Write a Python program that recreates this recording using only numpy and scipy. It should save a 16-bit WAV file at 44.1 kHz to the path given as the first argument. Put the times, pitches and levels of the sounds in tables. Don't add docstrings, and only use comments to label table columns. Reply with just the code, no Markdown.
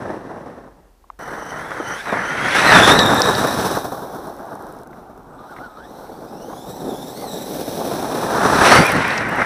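import sys
import numpy as np
from scipy import signal
from scipy.fft import rfft, irfft
from scipy.io import wavfile
from scipy.ndimage import map_coordinates

SR = 44100
rng = np.random.default_rng(int(sys.argv[2]) if len(sys.argv) > 2 else 0)


def inscribe(sig):
    pcm = np.round(np.clip(np.atleast_2d(sig).T, -1, 1) * 32767)
    wavfile.write(sys.argv[1], SR, pcm.astype(np.int16))


N = 416744
TIME = np.arange(N) / SR
LAP_START_S = 1.19

# (time [s], distance [m])
LAP_DISTANCE = [(1.2, 5.82), (1.75, 3.99), (2.38, 2.23), (2.6, 1.26), (2.73, 0.57), (2.9, 0.65),
                (3.1, 1.03), (3.75, 2.1), (4.0, 6), (4.7, 7.43), (5.15, 17.4), (5.95, 10.86), (6.6, 8),
                (7.5, 3.82), (8.25, 1.84), (8.72, 0.43), (8.9, 1.41), (9.45, 2.86)]
# (time [s], share [0-1])
LAP_BEHIND = [(1.2, 0.75), (2.5, 0.95), (2.85, 0), (8.7, 0), (9.05, 1)]
# (time [s], share [0-1])
LAP_FACING = [(5.7, 0.01), (6.05, 0.5), (6.8, 0.99), (7.6, 1), (8.45, 0.01)]

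# (time [s], level [dB])
ROLLING_AWAY = [(0, -30), (0.17, -33), (0.23, -36.5), (0.55, -39), (0.75, -52.5), (1.0, -65)]
# (rumble [dB], crunch [dB], clatter [dB], scraping [dB], spray [dB])
ROLLING_AWAY_BALANCE = (-2, 2, -9, -23.5, -22.5)
# (time [s], length [s], rumble [dB], gravel [dB], grit [dB])
TYRE_SWELLS = [(2.003, 0.19, -11, -6, 3), (2.174, 0.24, 2, 2, -1), (2.563, 0.26, -3, 0.5, 6),
               (2.888, 0.1, 0, 0, 5), (3.01, 0.32, 4, -1.5, -4), (3.14, 0.23, -2, -3, -2.5),
               (3.626, 1, 1, -2.5, 3.5), (4.539, 0.74, -3.5, -0.5, -4.5), (4.877, 0.16, -3, -5, -14),
               (5.528, 0.45, -0.5, 5, 9), (5.731, 0.18, -15, -3, 1), (5.999, 0.51, -2, 2.5, 4),
               (6.389, 1, -5, 0.5, -3.5), (6.874, 0.38, 0, 6.5, -1.5), (7.3, 0.31, -2, 2.5, -0.5),
               (7.798, 0.45, 0, -0.5, 1), (8.375, 0.17, -2, 1, 0), (8.665, 0.066, -4, 3.5, 5),
               (8.809, 0.082, 11, 1, 0), (8.972, 0.14, 14, 1.5, 0), (9.3, 0.36, 8.5, 1.5, -3),
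               (9.408, 0.087, 8, 10.5, 5.5)]

# (level at 1 m [dB],
# change per doubling of distance [dB], when behind [dB], when facing [dB], per octave of motor speed [dB])
RUMBLE_LAW = (-22, -7, -2.5, -6, -3)
CRUNCH_LAW = (-15, -6.5, -1.5, -2, 3)
CLATTER_LAW = (-20.5, -8, 4, -12, -2.5)
SCRAPE_LAW = (-32.5, -14, 14, 6, 2)
SPRAY_LAW = (-27.5, -8, -3, 3, 5.5)
SHELL_LAW = (-30, -4, -10.5, 1.5, 0.5)
PATTER_LAW = (-43, -6, -4, -3.5, 8)
PINION_LAW = (-24.5, -7, -1, -5, -1)
OVERTONES_LAW = (-35.5, -5, -0.5, 0.5, 5.5)
SLOW_GEAR_LAW = (-26, -8.5, 11, -10, 13.5)
IDLER_LAW = (-42, -10, 16, -1, 0)
# (centre at 1 m [Hz], shift per doubling of distance [octaves],
# when behind [octaves], when facing [octaves])
CRUNCH_CENTRE = (710, -0.18, 0.68, -0.66)
CLATTER_CENTRE = (1530, -0.07, 0.33, 0.04)
# (level at 1 m [dB], change per doubling of distance [dB],
# when behind [dB], when facing [dB]), and its upper limit [dB]
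SPRAY_TOP_LAW, SPRAY_TOP_MOST_DB = (-6, 7, -12.5, -0.5), 7
# (centre [Hz], width [Hz])
SHELL_MODE = (769, 237)

# (time [s], pinion mesh rate [Hz])
MESH_RATE = [(1.2, 3000), (2.25, 3030), (2.55, 3420), (2.85, 3520), (3.2, 3780), (3.95, 3850), (5.35, 1197),
             (5.77, 1260), (5.89, 1970), (6.27, 2400), (6.76, 3980), (6.95, 3440), (7.1, 3780), (7.6, 3860),
             (8.6, 3710), (8.76, 4600), (8.92, 4700), (9.05, 3650)]
# (time [s], length [s], rise of the mesh rate [Hz], change of load [dB])
MOTOR_REVS = [(1.7, 0.32, 397.9, -1), (2.07, 0.27, 900, -11), (2.664, 0.27, 599.6, -3.5),
              (2.976, 0.18, 282.4, -1), (5.508, 0.094, 257, 1.5), (5.64, 0.13, 250, 5),
              (7.21, 0.22, 758.5, -6), (8.868, 0.1, 608, 1), (9.149, 0.18, 499, 12), (9.339, 0.16, 894, -9)]
# (time [s], level [dB])
GEAR_LOAD = [(1.2, -6), (1.53, -2), (1.75, -11), (1.88, 3), (2.1, -1), (2.55, -1), (2.8, 5), (3.15, 2),
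             (3.8, -11.5), (4.35, -30.5), (5.28, -29), (5.39, 3.5), (5.83, 0.5), (6.0, -7), (6.5, -1.5),
             (7.35, 3.5), (7.8, -18), (8.55, -22), (8.77, -0.5), (9.05, -15), (9.3, -22)]
# (multiple of the mesh rate, level [dB])
MESH_OVERTONES = [(1.5, -10), (2, -1.5), (2.5, -20), (3, -5.5), (4, -12.5)]
# (frequency [Hz], level [dB])
PINION_TRANSMISSION = [(1200, -1.5), (1550, 8), (2000, -17), (2600, -13), (3100, -8.5), (3600, -0.5),
                       (4200, -1), (4700, -2), (5100, -14)]
# (start [s], end [s], level [dB])
CONTROLLER_TONE = [(1.202, 2.701, -63), (5.296, 6.4, -71)]

# (time [s], peak level [dB], ring [Hz], decay by 60 dB [s])
FLICKED_STONES = [(1.04, -41, 980, 0.025), (1.101, -20.5, 1065, 0.0083), (1.717, -16.5, 1290, 0.016),
                  (2.991, -0.5, 4100, 0.011), (3.219, 2, 5160, 0.0081), (3.35, -12, 4350, 0.02),
                  (4.93, -36.5, 1505, 0.031), (5.564, -29.5, 1680, 0.041), (5.584, -33, 1774, 0.038),
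                  (6.529, -25, 990, 0.03), (9.105, -20, 4240, 0.016), (9.178, -17.5, 5627, 0.03)]
# (time [s], peak level before the common trim [dB])
WHEEL_LANDINGS = [(0.052, -19), (1.377, -19), (1.421, -14), (1.799, -10.5), (2.124, -6), (3.294, -1),
                  (3.446, -2.5), (3.643, -8), (3.709, -12), (3.768, -6.5), (5.613, -21), (6.221, -23.5),
                  (6.498, -21), (6.889, -27), (7.222, -21), (7.567, -21), (7.808, -11), (7.916, -13),
                  (9.383, -8)]

# (centre [Hz], width [Hz], level [dB])
CASE_RESONANCES = [(3810, 910, 6.5), (5480, 780, 4), (5880, 170, -3), (7850, 1260, -5.5), (9710, 980, -1),
                   (12060, 1100, -13), (14600, 2100, -13)]
# (centre [Hz], width [Hz], share removed [0-1])
CASE_DEAD_SPOTS = [(2605, 1400, 1), (6790, 810, 0.35), (9600, 450, 0.14), (10880, 600, 0.6),
                   (13350, 410, 0.37)]
# (frequency [Hz], relative level per Hz [dB])
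AIR_SPECTRUM = [(15, -46.5), (25, -9), (38, 0), (59, -3.5), (73, -7), (88, -23.5), (271, -38.5), (529, -25),
                (2700, -37.5), (15000, -42)]


def tyres(truck):
    rumble_db, crunch_db, clatter_db, scrape_db, spray_db = tyre_levels(truck)
    leaving = TIME < LAP_START_S
    crunch_hz = np.where(leaving, 542.8, heard_hz(CRUNCH_CENTRE, truck))
    clatter_hz = np.where(leaving, 1610.4, heard_hz(CLATTER_CENTRE, truck))
    top_db = np.where(leaving, -8, np.minimum(heard_db(SPRAY_TOP_LAW, truck), SPRAY_TOP_MOST_DB))
    load = jolts(per_s=75, decay_s=0.014, depth=0.67)

    rumble = rms_one(band(grains(per_s=800, spread_db=1, smooth_share=0.71), 102, 362))
    shudder = rms_one(band(rng.standard_normal(N), 41, 120))

    crunch = band(grains(per_s=1500, spread_db=2.5, smooth_share=0.39), 330, 1190)
    crunch = glide(below(crunch, 1660, order=6), crunch_hz / 700)
    clatter = band(grains(per_s=1600, spread_db=2.5, smooth_share=0.59), 1157, 1825, order=3)
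    clatter = glide(below(clatter, 2295, order=8), clatter_hz / 1550)

    scrape = rms_one(band(grains(per_s=2900, spread_db=5, smooth_share=0.35), 1860, 2950))
    scrape_top = rms_one(band(grains(per_s=1400, spread_db=3.6, smooth_share=0.46), 3300, 5000))
    spray = rms_one(case(grains(per_s=3400, spread_db=1, smooth_share=0.49), leak=0.053))
    spray_body = signal.sosfiltfilt(signal.butter(4, 11000, fs=SR, output="sos"), spray)
    spray = spray_body + from_db(top_db) * (spray - spray_body)

    heavy = from_db(rumble_db) * (rumble + from_db(-18) * shudder)
    heavy = heavy + from_db(crunch_db) * crunch + from_db(clatter_db) * clatter
    grit = from_db(scrape_db) * (scrape + from_db(-11) * scrape_top) + from_db(spray_db) * spray
    return heavy * load + grit * load ** 0.65


def tyre_levels(truck):
    thud, gravel, grit = sum(np.outer(db, swell(s, length_s)) for s, length_s, *db in TYRE_SWELLS)
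    lap = [heard_db(RUMBLE_LAW, truck) + thud,
           heard_db(CRUNCH_LAW, truck) + gravel,
           heard_db(CLATTER_LAW, truck) + gravel,
           heard_db(SCRAPE_LAW, truck) + grit,
           heard_db(SPRAY_LAW, truck) + grit]
    leaving = in_time(ROLLING_AWAY) + np.array(ROLLING_AWAY_BALANCE)[:, None]
    return np.where(TIME < LAP_START_S, leaving, lap)


def gears(truck, sideband_db=-5, teeth_count=20):
    mesh_hz = motor_hz()
    pinion_db, overtone_db, slow_gear_db = gear_levels(truck, mesh_hz)
    shake = np.clip(mesh_hz / 3000, 0, 1)
    wobble = shake * (.011 * drift(80) + .003 * drift(14))
    phase = 2 * np.pi * np.cumsum(mesh_hz * (1 + wobble)) / SR
    shaft = np.cos(phase / teeth_count)

    def partial(k):
        smear_hz = 45 + 60 * k ** 2
        clean = min(1.5, 1.5 / k ** 2)
        tone = np.sin(k * phase)
        scatter = drift(smear_hz) * tone + drift(smear_hz) * np.cos(k * phase)
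        flanks = 2 * drift(smear_hz) * shaft * tone
        rough = shake * (scatter + from_db(sideband_db) * flanks)
        return rms_one((clean * tone + rough) / np.sqrt(clean ** 2 + 2 * shake ** 2))

    overtones = case(sum(from_db(db) * partial(k) for k, db in MESH_OVERTONES), leak=0.1)
    whine = from_db(pinion_db) * partial(1.0) + from_db(overtone_db) * overtones
    whine = whine + from_db(slow_gear_db) * partial(0.46)
    whine = whine + from_db(heard_db(IDLER_LAW, truck)) * partial(0.64)
    torque = rms_one(from_db(2.6 * drift(22)))
    part_throttle = sum(from_db(db) * ((TIME > start) & (TIME < end)) for start, end, db in CONTROLLER_TONE)
    switching = part_throttle * rms_one(resonate(rng.standard_normal(N), hz=8080, width_hz=45))
    return (whine * torque + switching) * (TIME > LAP_START_S)


def gear_levels(truck, mesh_hz, slow_gear_follows=0.86):
    load_db = in_time(GEAR_LOAD)[0] + sum(db * swell(s, length_s) for s, length_s, _, db in MOTOR_REVS)
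    path_db = np.interp(mesh_hz, *np.transpose(PINION_TRANSMISSION))
    return (heard_db(PINION_LAW, truck) + load_db + path_db,
            heard_db(OVERTONES_LAW, truck) + load_db,
            heard_db(SLOW_GEAR_LAW, truck) + slow_gear_follows * load_db)


def motor_hz():
    revs = sum(rise_hz * swell(s, length_s) for s, length_s, rise_hz, _ in MOTOR_REVS)
    return in_time(MESH_RATE)[0] + revs


def shell(truck):
    shaking = grains(per_s=550, spread_db=0.5, smooth_share=0.32) * jolts(per_s=40, decay_s=0.015, depth=0.62)
    hz, width_hz = SHELL_MODE
    ring = rms_one(resonate(resonate(shaking, hz, width_hz), hz, 2 * width_hz))
    gravel_db = sum(db * swell(s, length_s) for s, length_s, _, db, _ in TYRE_SWELLS)
    return from_db(heard_db(SHELL_LAW, truck) + gravel_db) * ring * (TIME > LAP_START_S)


def bumps(t60=0.058, trim_db=-3.5):
    out = np.zeros(N)
    for s, peak_db in WHEEL_LANDINGS:
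        add(out, s, peak_db + trim_db, below(band(burst(t60), 230, 1100), 1400, order=6))
    return out


def stones(crack_share=0.033):
    out = np.zeros(N)
    for s, peak_db, hz, t60 in FLICKED_STONES:
        ring = band(burst(t60), hz * 0.81, hz * 1.136)
        crack = band(burst(t60 / 2), hz * 0.5, hz)
        add(out, s, peak_db, ring + crack_share * crack)
    return out


def patter(truck, per_s=90, spread_db=11, flight_s=0.15):
    sizes = from_db(spread_db * np.minimum(rng.exponential(1, N), 3))
    landings = (rng.random(N) < per_s / SR) * sizes
    envelope = signal.lfilter([1], [1, -np.exp(-1 / (0.0009 * SR))], landings + 1e-18)
    contacts = envelope * rng.standard_normal(N)
    ticks = rms_one(case(np.diff(contacts, prepend=0), leak=0.15))
    level_db = np.interp(TIME - flight_s, TIME, heard_db(PATTER_LAW, truck))
    return from_db(level_db) * (TIME > LAP_START_S) * ticks


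def air(level_db=-54.5):
    hz, db = np.transpose(AIR_SPECTRUM)
    colour = from_db(np.interp(np.log(np.fft.rfftfreq(N, 1 / SR) + 1), np.log(hz), db))
    return from_db(level_db) * rms_one(irfft(rfft(rng.standard_normal(N)) * colour, N))


def motion():
    metres = np.maximum(in_time(LAP_DISTANCE)[0], .1)
    cruise_hz = 3800
    return np.array([np.log2(metres), in_time(LAP_BEHIND)[0], in_time(LAP_FACING)[0],
                     np.log2(motor_hz() / cruise_hz)])


def heard_db(law, truck):
    return law[0] + sum(slope * control for slope, control in zip(law[1:], truck))


def heard_hz(law, truck):
    return law[0] * 2 ** sum(slope * control for slope, control in zip(law[1:], truck))


def case(x, leak):
    out = sum(from_db(db) * resonate(x, hz, width) for hz, width, db in CASE_RESONANCES)
    out = out + leak * band(x, 3000, 17000)
    for hz, width, share in CASE_DEAD_SPOTS:
        out = out - share * resonate(out, hz, width)
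    return out


def grains(per_s, spread_db, smooth_share):
    sizes = from_db(spread_db * np.minimum(rng.exponential(1, N), 4)) * rng.choice([-1, 1], N)
    clicks = rms_one(sizes * (rng.random(N) < per_s / SR))
    return np.sqrt(1 - smooth_share) * clicks + np.sqrt(smooth_share) * rng.standard_normal(N)


def jolts(per_s, decay_s, depth):
    kicks = (rng.random(N) < per_s / SR) * rng.uniform(0.67, 1, N)
    relaxing = signal.lfilter([1], [1, -np.exp(-1 / (decay_s * SR))], kicks + 1e-18)
    return rms_one(1 + depth * below(relaxing, 220))


def burst(t60):
    age = TIME[:SR // 4]
    return rng.standard_normal(len(age)) * from_db(-60 * age / t60)


def drift(rate_hz):
    slow = below(rng.standard_normal(N // 4 + 2000), 4 * rate_hz)[1000:]
    return np.repeat(rms_one(slow), 4)[:N]


def glide(x, ratio):
    return rms_one(map_coordinates(x, [np.cumsum(ratio) % (N - 1)], order=3))


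def swell(s, length_s):
    out = np.zeros(N)
    start, end = np.searchsorted(TIME, [s - length_s / 2, s + length_s / 2])
    out[start:end] = np.cos(np.pi * (TIME[start:end] - s) / length_s) ** 2
    return out


def resonate(x, hz, width_hz):
    r = np.exp(-np.pi * width_hz / SR)
    return signal.lfilter(np.array([1, 0, -1]) * (1 - r * r) / 2,
                          [1, -2 * r * np.cos(2 * np.pi * hz / SR), r * r], x)


def band(x, low_hz, high_hz, order=2):
    return signal.sosfilt(signal.butter(order, [low_hz, high_hz], "band", fs=SR, output="sos"), x)


def below(x, hz, order=2):
    return signal.sosfilt(signal.butter(order, hz, fs=SR, output="sos"), x)


def add(track, s, peak_db, sound):
    start = round(s * SR)
    track[start:start + len(sound)] += (from_db(peak_db) * sound / np.abs(sound).max())[:N - start]


def in_time(rows):
    s, *columns = np.transpose(rows)
    return np.array([np.interp(TIME, s, c) for c in columns])


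def from_db(db):
    return 10 ** (np.asarray(db) / 20)


def rms_one(x):
    return x / np.sqrt(np.mean(x ** 2) + 1e-20)


def scene():
    truck = motion()
    vehicle = tyres(truck) + gears(truck) + shell(truck)
    impacts = bumps() + stones() + patter(truck)
    return (vehicle + impacts + air())[None]


def record(dry):
    squashed = dry / (1 + dry ** 6) ** (1 / 6)
    return signal.sosfilt(signal.ellip(10, .1, 80, 15000, fs=SR, output="sos"), squashed)


dry = scene()
out = record(dry)
inscribe(out)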